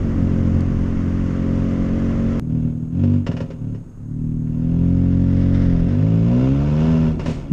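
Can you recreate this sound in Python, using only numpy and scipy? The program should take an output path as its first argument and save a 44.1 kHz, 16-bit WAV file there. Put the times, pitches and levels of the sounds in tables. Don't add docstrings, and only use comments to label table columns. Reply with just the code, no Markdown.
import sys
import numpy as np
from scipy import signal
from scipy.fft import rfft, irfft, next_fast_len
from scipy.io import wavfile
from scipy.ndimage import uniform_filter1d

SR = 44100
rng = np.random.default_rng(int(sys.argv[2]) if len(sys.argv) > 2 else 0)


def waveform_to_disk(signal):
    frames = np.transpose(np.atleast_2d(signal))
    scaled = np.clip(frames, -1, 1) * 32767
    samples = np.round(scaled).astype(np.int16)
    wavfile.write(sys.argv[1], SR, samples)


N = 331632
TIME = np.arange(N) / SR
JUMP_S = 2.397
RELEASE_DB_PER_S = 128.5

# t/s, f/Hz
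STREET_FIRING = [(0.0, 44.7), (0.19, 44.3), (0.56, 44.2), (0.93, 44.6), (1.27, 44.5), (2.39, 45.5)]
JUNCTION_FIRING = [(2.41, 39.38), (2.88, 39.75), (3.01, 47.47), (3.18, 48.9), (3.31, 40.4), (3.51, 40.78),
                   (3.62, 36.75), (3.95, 35.5), (4.22, 39.2), (4.49, 39.1), (4.9, 44.44), (5.61, 45.58),
                   (5.8, 41.98), (6.07, 54.7), (6.2, 55.5), (6.45, 65.46), (6.89, 81.46), (7.06, 78.94),
                   (7.29, 79.67), (7.52, 66.1)]
# t/s, rise/s, length/s, drone/dB, rasp/dB, shake/dB, burble/0-1
THROTTLE_PRESSES = [(0, 0.0042, 2.34, -20.5, -38.5, -30, 0.6), (0.106, 0.079, .51, -17.5, -34.5, -29, 0.2),
                    (0.61, 0.88, 1.8, -19.5, -32, -33, 0.02), (2.404, .005, 0.46, -24.5, -52.5, -42, .15),
                    (2.473, 0.029, 0.216, -19, -41.5, -38, .12), (2.864, .17, 0.3, -14.7, -36.5, -52, 0),
                    (3.56, 0.07, 0.18, -25, -48, -39, 0.2), (3.93, 0.33, 0.9, -22, -54.5, -32, .06),
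                    (4.247, .6, 1.5, -15.5, -36, -27, 0), (4.798, 0.59, 1.165, -17, -32.5, -33, 0.01),
                    (5.848, .15, 1.238, -15, -31, -33, 0.1), (6.144, 0.19, 0.344, -15, -27, -39, .05),
                    (6.459, .35, .52, -15, -28, -28.5, .05), (7.471, .05, 0.11, -16.5, -51, -40, .6)]
# f/Hz, width/Hz, level/dB, polarity
STREET_MODES = [(84.5, 9.3, 2, 1.0), (133, 26.4, -6.5, 1.0), (179, 3.4, -3.5, 1.0), (231.5, 11.5, 3.5, 1.0),
                (267.3, 6.1, -5.5, 1.0), (309, 8.2, -14.5, 1.0)]
JUNCTION_MODES = [(99.6, 23.3, 5, 1.0), (147.4, 11, -2.5, 1.0), (171.9, 22.3, 3, -1.0),
                  (243.7, 14.4, 3.13, -1.0), (263.8, 21, -3, -1.0), (318.3, 15, -18.5, -1.0)]
# f/Hz, width/Hz, level/dB, polarity
RASP_MODES = [(392.2, 28.4, 7, 1), (514, 63, -8.5, -1), (534.2, 30, 5.5, -1), (648, 37, -5.5, 1),
              (702.6, 17, -2, 1)]
# f/Hz, width/Hz, level/dB, polarity
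TIP_MODES = [(950, 150, -2.5, 1), (1410, 62, -3.5, 1), (2050, 60, -11, 1), (2584, 150, -3.5, 1),
             (4760, 65, -7, 1), (5035, 150, -3.5, 1)]
# f/Hz, width/Hz, level/dB, polarity
BARK_MODES = [(650, 70, 2.5, 1), (836, 15, -7, -1), (900, 100, -10, 1), (1370, 260, -11.5, -1)]
# t/s, level/dB
RUMBLE_LEVELS = [(0, -24.5), (.6, -25.5), (1.1, -29.5), (2.39, -26.5), (2.41, -34.5), (3.9, -42.5),
                 (4.5, -38.5), (5.8, -41.5), (6.5, -32.5), (7.15, -25.5), (7.52, -34)]
# t/s, level/dB
ROAD_BUMPS = [(.86, -22.5), (2.05, -27), (7.15, -33)]
# t/s, relative level/dB
TICK_EVENTS = [(0.607, -24.5), (2.395, -33)]
# t/s, relative level/dB, thump trim/dB
FUEL_POPS = [(3.035, -30.5, 11.5), (3.134, -36, -2), (3.264, -18.5, -1.5), (3.314, -27, 5.5),
             (3.366, -25.5, -20), (3.403, -24.5, 6.5), (3.502, -30.5, 9.5), (3.746, -39, 11),
             (7.193, -24, 6.5), (7.258, -19, -4), (7.296, -29, 8)]
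# t/s, length/s, level/dB
GAS_SPURTS = [(7.179, .17, -55.5), (7.249, 0.063, -47.5)]
# f/Hz, relative level/dB
JET_SPECTRUM = [(400, -8), (800, -1.5), (1400, -5), (1650, -8), (2150, -7.5), (2400, -10), (2750, -7.5),
                (4000, -19), (5100, -19.5), (5900, -22), (6600, -20.5), (8000, -33), (10500, -47.5),
                (13500, -68.5)]
TYRE_SPECTRUM = [(400, -2.5), (850, -7.5), (1100, 3.5), (1600, -3), (2050, -3.5), (2400, -11.5),
                 (3000, -12), (3900, -23), (5300, -19.5), (6600, -19.5), (8000, -32.5), (10500, -44.5),
                 (13500, -60.5)]
RUMBLE_SPECTRUM = [(20, -13.5), (40, -3.5), (60, -3), (85, 1.5), (160, -1), (250, -5.5), (330, -8),
                   (520, -19), (750, -27), (1200, -41)]
HEAVE_SPECTRUM = [(8, -21), (18, -3), (27, 0), (38, -1.5), (60, -13.5)]
HISS_SPECTRUM = [(300, 7.5), (1400, 4.5), (2800, -19), (4000, -14), (6100, -13.5), (6500, 2), (7000, -8),
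                 (9000, -10.5), (10500, -20), (12500, -16.5), (15000, -33.5)]
TICK_SPECTRUM = [(1500, 2), (4500, 4), (10000, -8), (15000, -19)]
CRACK_SPECTRUM = [(250, -23.5), (540, 3), (800, -15.5), (970, -12), (1750, -14), (2100, -14), (2380, -20),
                  (2700, -13), (4000, -28), (5200, -23.5), (7000, -32), (9000, -49.5), (11000, -56),
                  (13500, -59.5)]
PASSING_SPECTRUM = [(400, -21.5), (900, -7), (1500, -0.5), (2000, -1), (2500, -13.5), (3600, -12),
                    (4300, -18.5), (5200, -14.5), (8000, -33), (14000, -53)]
SPURT_SPECTRUM = [(800, -29), (2000, 4.5), (4000, -1), (6500, -2.5), (9000, -13), (11000, -29),
                  (13500, -36)]


def from_db(db):
    return 10 ** (np.asarray(db) / 20)


def unit_rms(x):
    return x / np.sqrt(np.mean(x ** 2) + 1e-20)


def levelled(x, window=3000):
    power = uniform_filter1d(uniform_filter1d(x * x, window), window)
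    return x / np.sqrt(np.abs(power) + 1e-20)


def curve(rows):
    return np.interp(TIME, *np.transpose(rows))


def drift(rate_hz):
    knots = rng.standard_normal(N // 20)
    return 1.2 * np.interp(TIME * rate_hz, np.arange(len(knots)), knots)


def burst(s, t60):
    return (TIME >= s) * from_db(-60 * np.clip((TIME - s) / t60, 0, 4))


def swell(s, rise_s, length_s, fall_db_per_s):
    age = TIME - s
    rise = np.clip(age / max(rise_s, 1e-3), 0, 1)
    return rise * from_db(-np.clip(fall_db_per_s * (age - length_s), 0, 200))


def cut(x, hz, kind, order=2):
    return signal.sosfilt(signal.butter(order, hz, kind, fs=SR, output="sos"), x)


def colour(x, spectrum):
    size = 2 * next_fast_len(N // 2 + 8192)
    hz, db = np.transpose(spectrum)
    grid = np.maximum(np.arange(size // 2 + 1) * SR / size, 1)
    shape = from_db(np.interp(np.log(grid), np.log(hz), db))
    gain = unit_rms(shape / np.maximum(grid / hz[-1], 1) ** 2)
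    cepstrum = irfft(np.log(gain))[:size // 2]
    cepstrum[1:] *= 2
    return irfft(rfft(x, size) * np.exp(rfft(cepstrum, size)))[:N]


def noise(spectrum):
    return colour(rng.standard_normal(N), spectrum)


def resonate(x, modes):
    out = 0
    for hz, width, db, polarity in modes:
        r = np.exp(-np.pi * width / SR)
        poles = [1, -2 * r * np.cos(2 * np.pi * hz / SR), r * r]
        ring = (1 - r * r) / 2 * signal.lfilter([1, 0, -1], poles, x + 1e-18)
        out = out + polarity * from_db(db) * ring
    return out


def scatter(x, delay_s=0.0071, feedback=0.47):
    delay = np.exp(-2j * np.pi * np.arange(N // 2 + 1) * SR / N * delay_s)
    return irfft(rfft(x) * (delay - feedback) / (1 - feedback * delay), N)


def reflected(x, t60, wet_db):
    tail = (burst(0, t60) * rng.standard_normal(N))[:SR // 2]
    return x + from_db(wet_db) * signal.fftconvolve(x, tail / np.sqrt(np.sum(tail ** 2)))[:N]


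def steel_tip(x):
    return x + resonate(x, TIP_MODES)


def throttle(idle_db=(-39, -63, -43.5), idle_burble=0.87, burble_lag_s=0.065):
    drone, rasp, shake = [np.full(N, from_db(db)) for db in idle_db]
    burble = np.full(N, idle_burble)
    for s, rise_s, length_s, drone_db, rasp_db, shake_db, press_burble in THROTTLE_PRESSES:
        same_place = (TIME < JUMP_S) == (s < JUMP_S)
        opening = swell(s, rise_s, length_s, RELEASE_DB_PER_S) * same_place
        drone = np.maximum(drone, from_db(drone_db) * opening)
        rasp = np.maximum(rasp, from_db(rasp_db) * opening ** 1.67)
        shake = np.maximum(shake, from_db(shake_db) * opening)
        burble[(TIME >= s) & (TIME < s + length_s + burble_lag_s)] = press_burble
    tails = [from_db(db) * swell(s, 0.0057, 0, fall_db_per_s=78) for s, db, _ in FUEL_POPS]
    afterburn = np.max(tails, axis=0)
    drone = np.hypot(drone, from_db(1) * afterburn)
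    rasp = np.hypot(rasp, from_db(-12) * afterburn)
    return *(20 * np.log10([drone, rasp, shake])), burble


def firing_pulses(firings, burble, uneven_db=9.5, cylinder_db=0.04, stumble_s=0.00071):
    onsets = np.flatnonzero(np.diff(np.floor(firings)) > 0)
    timing, strength = np.clip(rng.standard_normal((len(onsets), 2)), -2, 2).T
    cylinder = np.cos(2 * np.pi * np.arange(len(onsets)) / 3)
    shift = (stumble_s * SR * burble[onsets] ** 2 * timing).astype(int)
    pulse_db = uneven_db * burble[onsets] * strength + cylinder_db * cylinder
    pulses = np.zeros(N)
    pulses[np.clip(onsets + shift, 0, N - 1)] = from_db(pulse_db)
    return unit_rms(pulses)


def exhaust(pulses, firings, drone_db, rasp_db):
    puffs = unit_rms(np.exp(-1.5 * (firings % 1)) * rng.standard_normal(N))

    def ring(modes, turbulence, low_hz, high_hz):
        ringing = resonate(pulses + turbulence * puffs, modes)
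        return cut(cut(ringing, high_hz, "low", order=4), low_hz, "high", order=4)

    street, junction = [levelled(ring(modes, 0.057, 68, 283.4)) for modes in (STREET_MODES, JUNCTION_MODES)]
    drone = np.where(TIME < JUMP_S, street, junction)
    rasp = levelled(scatter(ring(RASP_MODES, 0.3, 280, 1200)))
    return from_db(drone_db + 0.32) * drone + from_db(rasp_db - 2.5) * rasp


def gas_rush(firings, throb_db=3, flutter_db=0.5):
    level_db = throb_db * np.cos(2 * np.pi * (firings - 0.2)) + flutter_db * drift(40)
    jet = steel_tip(from_db(level_db) * noise(JET_SPECTRUM))
    return unit_rms(reflected(jet, t60=0.087, wet_db=-2.5))


def bark(pulses, firing_hz, db_per_octave=9.5):
    ringing = scatter(resonate(pulses, BARK_MODES))
    tone = levelled(cut(cut(ringing, 550, "high"), 2100, "low"))
    return from_db(-8 + db_per_octave * np.log2(firing_hz / firing_hz.max())) * tone


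def engine_shake(firings, shake_db, clutch_s=5.2):
    judder = from_db(-21) * swell(clutch_s, 0.55, 0.627, RELEASE_DB_PER_S)
    turns = firings * 2 / 3
    rocking = from_db(-0.5 + 1.1 * drift(7.2)) * np.sin(2 * np.pi * turns) + np.sin(2 * np.pi * firings)
    return np.maximum(from_db(shake_db), judder) * rocking


def engine(cruise_hz=45, hollow_hz=72.9, hollow_width_hz=4.74):
    firing_hz = np.where(TIME < JUMP_S, curve(STREET_FIRING), curve(JUNCTION_FIRING))
    firings = np.cumsum(firing_hz) / SR
    drone_db, rasp_db, shake_db, burble = throttle()
    pulses = firing_pulses(firings, burble)
    hollow_db = -3 * np.exp(-((firing_hz - hollow_hz) / hollow_width_hz) ** 2)
    gas_db = -28 + 0.62 * rasp_db + 9.5 * np.log2(firing_hz / cruise_hz)
    gas = from_db(gas_db) * (gas_rush(firings) + bark(pulses, firing_hz))
    return exhaust(pulses, firings, drone_db + hollow_db, rasp_db) + engine_shake(firings, shake_db) + gas


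def road(bump_s=0.15):
    tyre_db = -44 + 0.8 * TIME + 0.63 * drift(25)
    tyres = (TIME < JUMP_S) * from_db(tyre_db) * noise(TYRE_SPECTRUM)
    rumble_gain = from_db(curve(RUMBLE_LEVELS))
    bumps = sum(from_db(db) * np.exp(-((TIME - s) / bump_s) ** 2) for s, db in ROAD_BUMPS)
    heave_gain = np.hypot(from_db(-5.5) * rumble_gain, bumps)
    return tyres + rumble_gain * noise(RUMBLE_SPECTRUM) + heave_gain * noise(HEAVE_SPECTRUM)


def background_hiss():
    return from_db(-60.5) * noise(HISS_SPECTRUM)


def dry_ticks(t60=0.0055):
    envelope = sum(from_db(db - 11.5) * burst(s, t60) for s, db in TICK_EVENTS)
    return colour(envelope * rng.standard_normal(N), TICK_SPECTRUM)


def exhaust_pops(crack_t60=0.095, echo_t60=0.23):
    envelope, kicks = np.zeros(N), np.zeros(N)
    for s, db, thump_trim_db in FUEL_POPS:
        envelope += from_db(db) * (burst(s, crack_t60) + from_db(-17) * burst(s, echo_t60))
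        kicks[round(s * SR)] = -from_db(db + thump_trim_db + 36)
    blast = cut(envelope, 110, "low", order=1) * rng.standard_normal(N)
    crack = reflected(steel_tip(colour(blast, CRACK_SPECTRUM)), t60=0.031, wet_db=-8)
    thump = cut(resonate(kicks, JUNCTION_MODES + RASP_MODES), 376, "low")
    return from_db(-9) * crack + thump


def passing_car(closest_s=5.63, passage_s=0.27, level_db=-44, grit_db=4.5):
    nearness = 1 / (1 + ((TIME - closest_s) / passage_s) ** 2)
    return from_db(level_db + grit_db * np.tanh(drift(90))) * nearness * noise(PASSING_SPECTRUM)


def gas_spurts(rise_s=0.016, fall_db_per_s=170, flutter_db=1.79):
    envelope = sum(from_db(db) * swell(s, rise_s, length, fall_db_per_s) for s, length, db in GAS_SPURTS)
    return envelope * from_db(flutter_db * drift(70)) * noise(SPURT_SPECTRUM)


def scene():
    own_car = engine() + exhaust_pops() + gas_spurts() + road()
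    return own_car + passing_car() + dry_ticks() + background_hiss()


def record(dry, stop_hz=15100):
    return signal.sosfilt(signal.cheby2(12, 70, stop_hz, fs=SR, output="sos"), dry)


dry = scene()
out = record(dry)
waveform_to_disk(out)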